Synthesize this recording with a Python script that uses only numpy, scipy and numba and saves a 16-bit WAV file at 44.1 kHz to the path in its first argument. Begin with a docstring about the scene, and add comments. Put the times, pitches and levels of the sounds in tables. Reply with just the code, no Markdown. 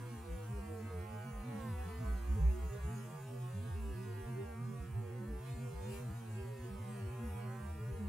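"""At a hive entrance outdoors, honeybees buzz as if in slow motion, over a deep drone that hops in pitch.
Each flying bee buzzes with overtones, whole multiples of its wingbeat; where these crowd together,
the strongest takes the lead. The lowest tone jumps about and drops into deep throbs, while single
bees glide close by and sing out above the swarm. The high tones blend into a rustle of wings,
and faint outdoor air lies behind."""
import sys
import numpy as np
from scipy import signal
from scipy.fft import rfft, irfft, next_fast_len
from scipy.io import wavfile
from scipy.ndimage import uniform_filter1d
from numba import njit

SR = 44100
rng = np.random.default_rng(int(sys.argv[2]) if len(sys.argv) > 2 else 0)


def wav_out(sig):
    """Save sig, one row per channel (or a flat mono array), as 16-bit PCM at SR to the path in sys.argv[1]."""
    wavfile.write(sys.argv[1], SR, np.round(np.clip(np.atleast_2d(sig).T, -1, 1) * 32767).astype(np.int16))


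N = 356504
HOP = 64   # samples from one tick to the next; pitch and level are set at each tick
TICKS = np.arange(N // HOP + 2) * HOP / SR
HARMONICS = np.arange(2, 15)[:, None]   # overtones at 2 to 14 times the wingbeat
LEAD_RATE_HZ, CUTOFF_HZ = 2.8, 15800   # how fast overtones trade the lead; top of the sound


def from_db(db):
    """Turn decibels into a number to multiply a sound by."""
    return 10 ** (np.asarray(db) / 20)


def in_time(rows):
    """Read a table that starts with a time column at every tick."""
    time_s, *columns = np.transpose(rows)
    return [np.interp(TICKS, time_s, column) for column in columns]


def at_hz(points, hz):
    """Read a table at any pitch, giving every octave equal room."""
    pitch_hz, value = np.transpose(points)
    return np.interp(np.log(np.maximum(hz, 1)), np.log(pitch_hz), value)


def drift(rate_hz, count):
    """Smooth random curves, typically 1 away from zero, moving not much faster than rate_hz."""
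    size = next_fast_len(len(TICKS))
    hz = np.arange(size // 2 + 1) * SR / HOP / size
    noise = rfft(rng.standard_normal((count, size)))
    slow = irfft(noise * np.exp(-.5 * (hz / rate_hz) ** 2), size)[:, :len(TICKS)]
    return slow / slow.std()


def flicker(count):
    """Swelling and fading, several times a second, as bees turn and pass."""
    return np.minimum(.3 * drift(1.5, count) + drift(6.5, count), 2.0)


def held_notes(rows, slide_s, swell_s, arch_db=4):
    """Each note holds its pitch until the next and swells in the middle; the steps are rounded off."""
    start_s, hz, level_db = np.transpose(rows)
    edges_s = np.append(np.sort(start_s), TICKS[-1] + 0.011)
    place = np.interp(TICKS, edges_s, np.arange(len(edges_s)))
    note = place.astype(int)
    arch = arch_db * (np.sin(np.pi * (place % 1)) - 2 / np.pi)
    rounded = lambda steps, width_s: uniform_filter1d(steps, size=max(1, int(width_s * SR / HOP)))
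    return rounded(hz[note], slide_s), rounded(level_db[note] + arch, swell_s)


@njit
def oscillators(turn, gain, hop, size):
    """Add up pure tones, each a point spinning on a circle; each ear's gain glides between ticks."""
    out = np.zeros((2, turn.shape[1] * hop))
    for tone in range(turn.shape[0]):
        point = 1 + 0j
        for tick in range(turn.shape[1] - 1):
            left, right = gain[0, tone, tick], gain[1, tone, tick]
            if abs(left) + abs(right) > 1e-7:
                left_step = (gain[0, tone, tick + 1] - left) / hop
                right_step = (gain[1, tone, tick + 1] - right) / hop
                for i in range(hop):
                    point *= turn[tone, tick]
                    out[0, tick * hop + i] += ((left + i * left_step) * point).real
                    out[1, tick * hop + i] += ((right + i * right_step) * point).real
    return out[:, :size]


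# How much weaker bees make a tone tremble: pitch_hz, roughness (0 to 1)
ROUGHNESS = [(60, .03), (120, .035), (220, .07), (450, .075), (700, .08), (2200, .11), (3500, .24),
             (8000, .3)]
# Which side the sound sits on: pitch_hz, lean (-1 right to 1 left)
SIDE_LEAN = [(70, 0), (200, -0.0542), (380, -0.16), (700, -0.74), (1300, 0), (2400, -0.16), (5000, 0.02),
             (15000, -0.05)]
# How far it scatters between the ears: pitch_hz, scatter_db
SIDE_SCATTER = [(60, -18.5), (130, -26), (220, -15), (400, -7.5), (700, 0), (1400, -9), (3000, -3),
                (6000, -2.5), (14000, -1)]

def tones(hz, level_db, roam_hz):
    """Gliding tones, roughened by weaker bees beating against them, each roaming between the ears."""
    count, beat_hz = len(hz), 60
    beating = 1 + at_hz(ROUGHNESS, hz) * (drift(beat_hz, count) + 1j * drift(beat_hz, count))
    start_phase = np.exp(2j * np.pi * rng.random((count, 1)))
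    middle = np.sqrt(2) * from_db(level_db) * beating * start_phase
    roam = (drift(roam_hz, count) + 1j * drift(roam_hz, count)) / np.sqrt(2)
    side = at_hz(SIDE_LEAN, hz) + from_db(at_hz(SIDE_SCATTER, hz)) * roam
    ears = np.array([middle * (1 + side), middle * (1 - side)])
    return oscillators(np.exp(2j * np.pi * hz / SR), ears, HOP, N)


# The notes of the lowest, strongest tone: start_s, pitch_hz, level_db
DRONE_NOTES = [(0.0, 115, -44), (0.08, 119, -47.5), (0.17, 75.6, -49), (0.24, 98.6, -52), (0.29, 61, -41.5),
               (0.37, 110.8, -48), (0.49, 118.4, -41.5), (0.54, 63.4, -42), (0.63, 99.8, -56.5),
               (0.66, 77, -49), (0.69, 97.3, -45), (0.76, 94.7, -49), (0.82, 103.8, -45.5),
               (0.9, 84.8, -47), (0.94, 84.5, -41.5), (1.03, 109.3, -50.5), (1.09, 65.3, -50),
               (1.12, 109, -45), (1.24, 134.7, -48.5), (1.33, 57, -44), (1.43, 135.4, -58),
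               (1.46, 124.7, -43), (1.52, 111, -49), (1.59, 63, -47), (1.63, 122.4, -45.5),
               (1.69, 104.3, -39), (1.73, 88, -41.5), (1.77, 71, -42.5), (1.84, 84.1, -45.5),
               (1.93, 68.4, -45), (1.99, 114.5, -41), (2.05, 57.8, -38), (2.08, 60, -32.5),
               (2.18, 58.8, -41), (2.28, 62.9, -31.5), (2.35, 104, -38.5), (2.4, 61.6, -33),
               (2.43, 65, -28.0), (2.51, 65.9, -34.0), (2.54, 66.7, -41.5), (2.61, 63.8, -36.5),
               (2.68, 58.8, -41.0), (2.71, 129.6, -45), (2.78, 70.8, -44), (2.82, 70.9, -35.5),
               (2.89, 122, -43), (3.0, 124.4, -49), (3.12, 146.5, -46.5), (3.19, 133.7, -47.5),
               (3.27, 120.4, -48), (3.32, 126.5, -43.5), (3.54, 99.2, -43), (3.65, 124.8, -42),
               (3.71, 80.2, -41), (3.78, 63.6, -41.5), (3.94, 120.7, -46), (4.05, 107.7, -44.5),
               (4.22, 54.6, -51), (4.26, 123.5, -44), (4.42, 106, -43), (4.45, 76, -49.5),
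               (4.55, 108, -49.5), (4.59, 119.8, -42.5), (4.71, 129.4, -47), (4.8, 64.1, -42.5),
               (4.84, 83.5, -53), (4.87, 125.6, -45), (4.92, 71.6, -44.5), (4.95, 109.4, -37),
               (5.01, 110, -44), (5.05, 96.8, -48), (5.11, 121.2, -46.5), (5.28, 61.2, -42.5),
               (5.4, 126.8, -46.5), (5.5, 120, -38.5), (5.54, 65.7, -45), (5.58, 121.5, -42.5),
               (5.71, 145.3, -51), (5.74, 63.2, -44), (5.82, 104.1, -44), (5.86, 125.2, -45),
               (5.93, 64, -49.5), (5.99, 125.6, -46), (6.04, 119.6, -38.5), (6.1, 70.1, -43),
               (6.13, 118.4, -44.5), (6.2, 116.7, -50), (6.27, 106.7, -42), (6.41, 68, -44),
               (6.44, 122, -43.5), (6.56, 124.1, -57), (6.59, 66.5, -47), (6.62, 113.5, -45),
               (6.68, 126.8, -46.5), (6.71, 60.5, -49), (6.79, 105.9, -42), (6.84, 119.4, -46.5),
               (7.01, 107.4, -40.5), (7.07, 78.9, -43), (7.1, 128.7, -46.5), (7.16, 112.9, -46.5),
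               (7.24, 69.1, -42), (7.3, 86.3, -42), (7.35, 114.6, -44.5), (7.43, 121.6, -42.5),
               (7.55, 125.4, -46.5), (7.62, 75.4, -46), (7.67, 84.7, -43), (7.76, 73.9, -47),
               (7.8, 119.4, -39.5), (7.83, 110.6, -44), (7.87, 124.6, -41.5), (7.92, 59.9, -41),
               (7.95, 90, -47.0), (8.04, 81.66, -40)]

def drone(flicker_db=1.05, waver_hz=3, rumble_db=-29, rumble_hz=28):
    """The lowest tone jumps about over a faint rumble, now and then an octave down into a throb."""
    hz, level_db = held_notes(DRONE_NOTES, slide_s=0.018, swell_s=0.046)
    hz = hz + waver_hz * drift(12.25, count=1)
    tone = tones(hz, level_db + flicker_db * flicker(count=1), roam_hz=0.71)
    rumble = from_db(level_db + rumble_db) * drift(rumble_hz, count=1)[0]
    return tone + np.interp(np.arange(N) / SR, TICKS, rumble)


# The notes of the three tones above the drone: start_s, pitch_hz, level_db
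LOW_NOTES = [(0.0, 262, -62), (0.04, 212, -70), (0.11, 223, -56), (0.26, 206, -51), (0.43, 226, -62),
             (0.49, 214, -49.5), (0.76, 218.6, -51), (0.89, 186.6, -59.5), (0.93, 194, -46),
             (1.0, 220, -52), (1.24, 243.2, -52.5), (1.3, 219, -48), (1.75, 235.4, -53.5),
             (1.85, 177, -43.5), (1.9, 213, -43.5), (1.98, 239.5, -52), (2.05, 202, -55),
             (2.13, 171.8, -49), (2.19, 223, -54), (2.28, 215.7, -47), (2.39, 174, -42.5),
             (2.46, 211, -55.0), (2.64, 173.6, -48.5), (2.68, 197.4, -61), (2.84, 168, -52),
             (2.87, 218.7, -52.5), (3.14, 168.6, -61), (3.24, 235.5, -59), (3.48, 164.4, -65),
             (3.53, 196.5, -48.5), (3.59, 234.6, -52.5), (3.68, 178, -57.5), (3.74, 217.7, -52),
             (3.9, 199.2, -53.5), (4.16, 247, -54), (4.21, 217.3, -53), (4.81, 185.5, -52.5),
             (4.87, 228.4, -58), (5.05, 182.5, -58), (5.1, 230.3, -58), (5.19, 201.7, -51.5),
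             (5.4, 252, -60), (5.56, 221.3, -54), (5.71, 167.7, -48.5), (5.78, 219.7, -50.5),
             (6.07, 186.4, -53), (6.13, 225.6, -56.5), (6.33, 213, -48.5), (6.42, 228.5, -58),
             (6.69, 173.3, -47.5), (6.78, 228, -54), (6.83, 200.5, -54), (7.05, 235, -59),
             (7.18, 210.8, -45), (7.29, 190.5, -52.0), (7.42, 218.6, -51), (7.68, 211.6, -56),
             (7.99, 211.4, -44)]
MIDDLE_NOTES = [(0.0, 361, -60.5), (0.15, 338, -60.5), (0.489, 412.5, -52), (0.6, 343, -61),
                (0.98, 364, -57.5), (1.06, 383, -65), (1.37, 336, -65.5), (1.65, 379, -60.5),
                (2.05, 351, -58), (2.431, 370, -54), (2.61, 347, -64), (2.682, 405, -53.5),
                (2.82, 351.5, -55.5), (2.92, 404.3, -58), (3.049, 344, -62), (3.13, 388, -59.5),
                (3.54, 413, -57.5), (3.649, 343, -65), (3.741, 411, -60.0), (3.82, 397.3, -52),
                (3.93, 372, -55), (4.36, 389.5, -50.5), (4.46, 384, -61.5), (4.82, 347.5, -58.5),
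                (4.93, 399.5, -53.5), (5.02, 370, -57.0), (5.42, 388.5, -58.5), (5.77, 390.5, -55.5),
                (6.06, 330, -61.5), (6.16, 414, -74), (6.21, 337.4, -64.0), (6.35, 374.6, -53.5),
                (6.479, 404, -60), (6.641, 377, -52.5), (6.83, 357, -58.5), (6.949, 389, -56.5),
                (7.21, 349, -60), (7.27, 391.3, -57), (7.42, 367.6, -59.0), (7.71, 335.5, -60.5),
                (7.879, 407, -54), (8.0, 369, -57)]
HIGH_NOTES = [(0.0, 483, -57.5), (0.151, 436, -59), (0.23, 487, -59.5), (0.52, 421, -53), (0.56, 495, -56),
              (0.612, 453, -59), (0.67, 441, -53.5), (0.83, 467, -65), (0.899, 450, -54.5),
              (1.11, 429, -54), (1.189, 465, -59), (1.34, 445, -59.5), (1.68, 494, -62), (1.81, 447.4, -55),
              (2.15, 486, -63.5), (2.359, 427, -57), (2.41, 488, -67), (2.48, 426, -59), (2.74, 495, -54),
              (2.771, 431, -57), (2.99, 459, -62), (3.169, 490, -69.5), (3.62, 433, -63.5),
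              (3.79, 487, -63), (3.96, 433, -61), (4.06, 468, -60.5), (4.14, 480, -71), (4.399, 465, -54.5),
              (4.56, 469, -62), (5.55, 482, -59), (6.05, 437, -63.5), (6.351, 492, -69),
              (6.481, 421, -71.5), (6.63, 472, -56.5), (6.761, 502, -62), (6.879, 472, -66),
              (7.77, 433, -62), (7.88, 477, -56.5), (8.001, 427, -52), (8.04, 468, -60)]
# How unsteady those three are, lowest first: waver_hz, flicker_db
REEDY_WOBBLE = [(7.03, 2), (4.17, 1), (5.4, 3)]

def reedy_tones(level_db=-1):
    """Pitch and level of three reedy tones; they break as the lead passes from bee to bee."""
    notes = [held_notes(rows, slide_s=0.035, swell_s=.025, arch_db=4.5)
             for rows in (LOW_NOTES, MIDDLE_NOTES, HIGH_NOTES)]
    hz, tone_db = np.transpose(notes, (1, 0, 2))
    waver_hz, flicker_db = np.transpose(REEDY_WOBBLE)[:, :, None]
    return hz + waver_hz * drift(6.47, len(hz)), tone_db + level_db + flicker_db * flicker(len(hz))


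# Bees flying close by, one list of points for each: time_s, wingbeat_hz, level_db
FLIGHT_PATHS = [
    [(0, 240, -0.5), (.14, 245, -5.5), (.28, 248, -2.5), (.45, 237, -2), (.6, 229, 1), (.76, 223.7, -1.5),
     (1.0, 228.6, 0), (1.32, 231.5, -2.5)],
    [(.8, 213, -2.5), (1.05, 210.9, -2), (1.3, 209.3, 0), (1.46, 205.7, -3)],
    [(1.44, 281.7, -1.5), (1.58, 274, 2.5), (1.74, 247.7, 4.5), (1.9, 251.4, 3), (2.08, 253, 1.5),
     (2.2, 251, -2), (2.5, 260.2, -0.5)],
    [(1.38, 223, -3), (1.6, 227, -3.5), (1.85, 220.5, 2), (2.0, 225.4, -3.5), (2.13, 231.5, -1)],
    [(2.18, 197.8, -4.5), (2.3, 207.3, -5), (2.5, 215.2, -4), (2.65, 212.6, -4.5), (2.8, 204.5, 2)],
    [(2.58, 237.4, -2.5), (2.7, 237, -5), (2.8, 232.4, -3.5), (3.0, 228.9, -1.5), (3.2, 237.7, -1.5)],
    [(3.18, 247.7, -1.5), (3.3, 253.4, -8), (3.45, 241.8, -6.5), (3.62, 250.7, -6), (3.8, 239.5, -5)],
    [(3.98, 244.8, -1), (4.15, 238.2, -2.5), (4.3, 234, 3), (4.57, 229, 0), (4.67, 241, -3.5),
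     (4.8, 235.8, -3), (5.0, 231.3, -4.5), (5.22, 238.8, -8)],
    [(5.05, 186.6, -6), (5.16, 183.7, -5), (5.48, 195, -8.5), (5.8, 187, -8.5), (6.0, 204.4, -1)],
    [(5.45, 235.8, -1.5), (5.7, 238.1, -2), (5.9, 237.4, -2), (6.08, 234.4, -6.5)],
    [(6.48, 269, -3.5), (6.8, 250.6, -3), (6.97, 235, 2), (7.1, 232, -4.5), (7.35, 242.6, 0),
     (7.5, 244.2, 0.5), (7.65, 233.8, -4.5), (7.9, 240.3, -0.5)],
    [(6.96, 196.4, -1.5), (7.15, 194.9, -4.5), (7.3, 200.3, -4), (7.45, 191.1, -2.5), (7.65, 196.1, -1.5),
     (7.9, 201.4, -3.5), (8.08, 207.5, -4)],
]
# How strong a close bee's overtones are: pitch_hz, level_db
CLOSE_OVERTONES = [(380, -64), (480, -64.5), (540, -59.5), (720, -69), (1000, -67), (1200, -66.5),
                   (1700, -71.5), (2300, -75.5), (3000, -87)]

def close_bees(waver_hz=0.547, uneven_db=2.5, fade_db_per_s=250):
    """Pitch and level of each close bee's overtones; it fades in and out at the ends of its path."""
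    hz, level_db = [], []
    for path in FLIGHT_PATHS:
        wingbeat_hz, near_db = in_time(path)
        outside_s = np.maximum(0, np.maximum(path[0][0] - TICKS, TICKS - path[-1][0]))
        overtone_hz = HARMONICS * (wingbeat_hz + waver_hz * drift(6.64, count=1))
        overtone_db = at_hz(CLOSE_OVERTONES, overtone_hz) + near_db - fade_db_per_s * outside_s
        hz.append(overtone_hz)
        level_db.append(overtone_db + uneven_db * drift(LEAD_RATE_HZ, len(HARMONICS)))
    return np.vstack(hz), np.vstack(level_db)


# How strong the farther bees' overtones are: pitch_hz, level_db
SWARM_OVERTONES = [(400, -85), (560, -68), (730, -69.5), (1150, -71), (1400, -75.5), (1700, -76),
                   (2050, -81.5), (2600, -82), (3000, -95), (3600, -105)]
# The swarm grows louder as it comes nearer: time_s, extra_db
SWARM_NEARNESS = [(0, -0.31), (1.0, 0.51), (1.7, 1.08), (2.9, 0.68), (3.5, -1.57), (4.3, -0.8), (5.05, -2),
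                  (5.7, -1.33), (6.5, -1.14), (7.5, 1.5), (8.08, -1.2)]

def swarm(bees=7, wander_hz=9, swell_db=1.0, uneven_db=3, level_db=-1):
    """Pitch and level of the farther bees' overtones; each bee wanders around its own wingbeat."""
    wingbeats_hz = np.linspace(185, 268, bees)[:, None] + wander_hz * drift(1.6, bees)
    hz = np.vstack([HARMONICS * wingbeat for wingbeat in wingbeats_hz])
    bee_db = swell_db * np.repeat(drift(1.5, bees), len(HARMONICS), axis=0)
    overtone_db = at_hz(SWARM_OVERTONES, hz) + uneven_db * drift(LEAD_RATE_HZ, len(hz))
    return hz, overtone_db + bee_db + in_time(SWARM_NEARNESS)[0] + level_db


def stray_bees(hz, level_db, under_db=-21, flicker_db=8.0, stray_hz=10):
    """Bees off the common pitch sound briefly in the gaps between the given tones."""
    gap_hz, beside_db = [(rows[:-1] + rows[1:]) / 2 for rows in (hz, level_db)]
    count = len(gap_hz)
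    own_hz = gap_hz + stray_hz * drift(4.01, count)
    return tones(own_hz, beside_db + under_db + flicker_db * flicker(count), roam_hz=7.7)


def give_way(hz, level_db, step_hz=10, reach_steps=7, contrast=9):
    """Where tones crowd close in pitch, the strongest stands out and its neighbours sink."""
    step = np.maximum(hz / step_hz, 0).astype(int)
    tick = np.broadcast_to(np.arange(len(TICKS)), hz.shape)
    strength = from_db(contrast * np.maximum(level_db - level_db.max(), -70))
    grid = np.zeros((step.max() + 2 * reach_steps, len(TICKS)))
    np.add.at(grid, (step, tick), strength)
    nearby_total = signal.lfilter(np.ones(2 * reach_steps + 1), [1], grid, axis=0)
    share = uniform_filter1d(strength / nearby_total[step + reach_steps, tick], size=24)
    return level_db + 10 * np.log10(np.maximum(share, .008))


def crowd_buzz(swerve_hz=8.5, flicker_db=2.5):
    """Reedy tones, close bees and swarm buzz together, each tone swerving; strays fill the low gaps."""
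    lowest = held_notes(DRONE_NOTES, slide_s=0.049, swell_s=0.23)
    reedy = reedy_tones()
    hz, level_db = [np.vstack(parts) for parts in zip(reedy, close_bees(), swarm())]
    level_db = give_way(hz, level_db) + flicker_db * flicker(len(hz))
    level_db += brush_past_db(hz.mean(axis=1, keepdims=True))
    buzz = tones(hz + swerve_hz * drift(5.5, len(hz)), level_db, roam_hz=2.5)
    low_hz, low_db = [np.vstack(parts) for parts in zip(lowest, reedy)]
    return buzz + stray_bees(low_hz, low_db)


# Air stirred by the nearest wings: time_s, level_db
STIRRED_AIR = [(0, -65.5), (1.4, -68), (1.6, -64), (2.3, -66), (2.6, -65), (3.3, -66.5), (4.05, -65.5),
               (4.5, -69), (5.25, -71), (5.6, -65.5), (6.7, -66.5), (8.08, -68.5)]

def rustle_swell_db(hz):
    """How far the wing rustle rises and falls from its usual level, bees brushing past included."""
    level_db = in_time(STIRRED_AIR)[0]
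    return level_db - level_db.mean() + brush_past_db(hz)


def taking_turns(hz, level_db, spread_hz=24, waver_hz=10, sharpness=4.4, dip=1.26):
    """Two bees share each tone, each on its own pitch; they beat and the tone dips as the lead changes."""
    count = len(hz)
    lead = np.tanh(sharpness * drift(4.16, count))
    pair = 0
    for share in (.5 + lead / 2, .5 - lead / 2):
        own_hz = hz + spread_hz * drift(3, count) + waver_hz * drift(11.1, count)
        pair = pair + tones(own_hz, level_db + dip * 20 * np.log10(share + 1e-6), roam_hz=4.7)
    return pair


# How strong each high overtone in the rustle is: pitch_hz, level_db
RUSTLE_OVERTONES = [(2500, -83.5), (2800, -83), (3200, -89), (5000, -92.5), (6500, -91.5), (8500, -89.5),
                    (11300, -90), (12200, -95.5), (15800, -94.5)]

def wing_rustle(lowest_hz=2582, spacing_hz=111.1, bend_hz=16, flicker_db=5.0, follow=0.85):
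    """Tightly packed high overtones blend into a rustle: neighbours bend together, each flickers alone."""
    hz = np.arange(lowest_hz, CUTOFF_HZ, spacing_hz)[:, None]
    bend = uniform_filter1d(drift(1.7, len(hz)), size=4, axis=0)
    level_db = at_hz(RUSTLE_OVERTONES, hz) + follow * rustle_swell_db(hz) + flicker_db * flicker(len(hz))
    return taking_turns(hz + bend_hz * bend / bend.std(), level_db)


# The steady hush of outdoor air: pitch_hz, level_db (in each 1 Hz slice)
AIR_HUSH = [(20, -94), (40, -97), (65, -102), (150, -99), (300, -100), (600, -108), (1200, -110),
            (2500, -113), (3500, -117), (5200, -118), (9000, -116), (11300, -116), (12300, -123),
            (16000, -123)]

def outdoor_air(follow=0.49):
    """Soft, wide outdoor noise; it swells when wings come near, most of all in the treble."""
    hz = np.arange(N // 2 + 1) * SR / N
    middle, side = rfft(rng.standard_normal((2, N))) * from_db(at_hz(AIR_HUSH, hz)) * np.sqrt(SR / 2)
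    side = at_hz(SIDE_LEAN, hz) * middle + from_db(at_hz(SIDE_SCATTER, hz)) * side
    ears = np.array([middle + side, middle - side])
    stirred_share = at_hz([(1200, 0.26), (3000, 0.49)], hz)
    swell_db = follow * np.interp(np.arange(N) / SR, TICKS, rustle_swell_db(5000))
    return irfft(ears * (1 - stirred_share), N) + irfft(ears * stirred_share, N) * from_db(swell_db)


# Bees brushing past: peak_s, extra_db, length_s, pitch_hz, width_octaves
BRUSH_PASSES = [(1.611, 0.5, 0.075, 8140, 1), (2.852, 6.5, 0.9, 6660, 0.15), (2.966, 2, 0.16, 6950, 3),
                (4.031, 1.5, .2, 3700, 1.25), (5.478, 6, .08, 3390, 2.1), (5.95, 8, 0.083, 3193, 1.29),
                (5.946, 9, .11, 9900, 2.2), (6.93, 9.5, 0.13, 8560, 0.35), (7.319, 13, .13, 11100, 0.15),
                (7.33, 8, .12, 9000, 0.16)]

def brush_past_db(hz):
    """A bee brushing past briefly lifts the level around one high pitch, its own for each pass."""
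    peak_s, extra_db, length_s, pitch_hz, width_octaves = np.transpose(BRUSH_PASSES)
    across_pitch = 2 ** -(2 * np.log2(hz / pitch_hz) / width_octaves) ** 2
    across_time = 2 ** -(2 * (TICKS - peak_s[:, None]) / length_s[:, None]) ** 2
    return (extra_db * across_pitch) @ across_time


def scene():
    """Drone, buzz, rustle and air sound together at the hive entrance."""
    return drone() + crowd_buzz() + wing_rustle() + outdoor_air()


def record(dry):
    """Cut away the very highest treble with a steep filter."""
    return signal.sosfilt(signal.ellip(12, .1, 80, CUTOFF_HZ, fs=SR, output="sos"), dry)


dry = scene()
out = record(dry)
wav_out(out)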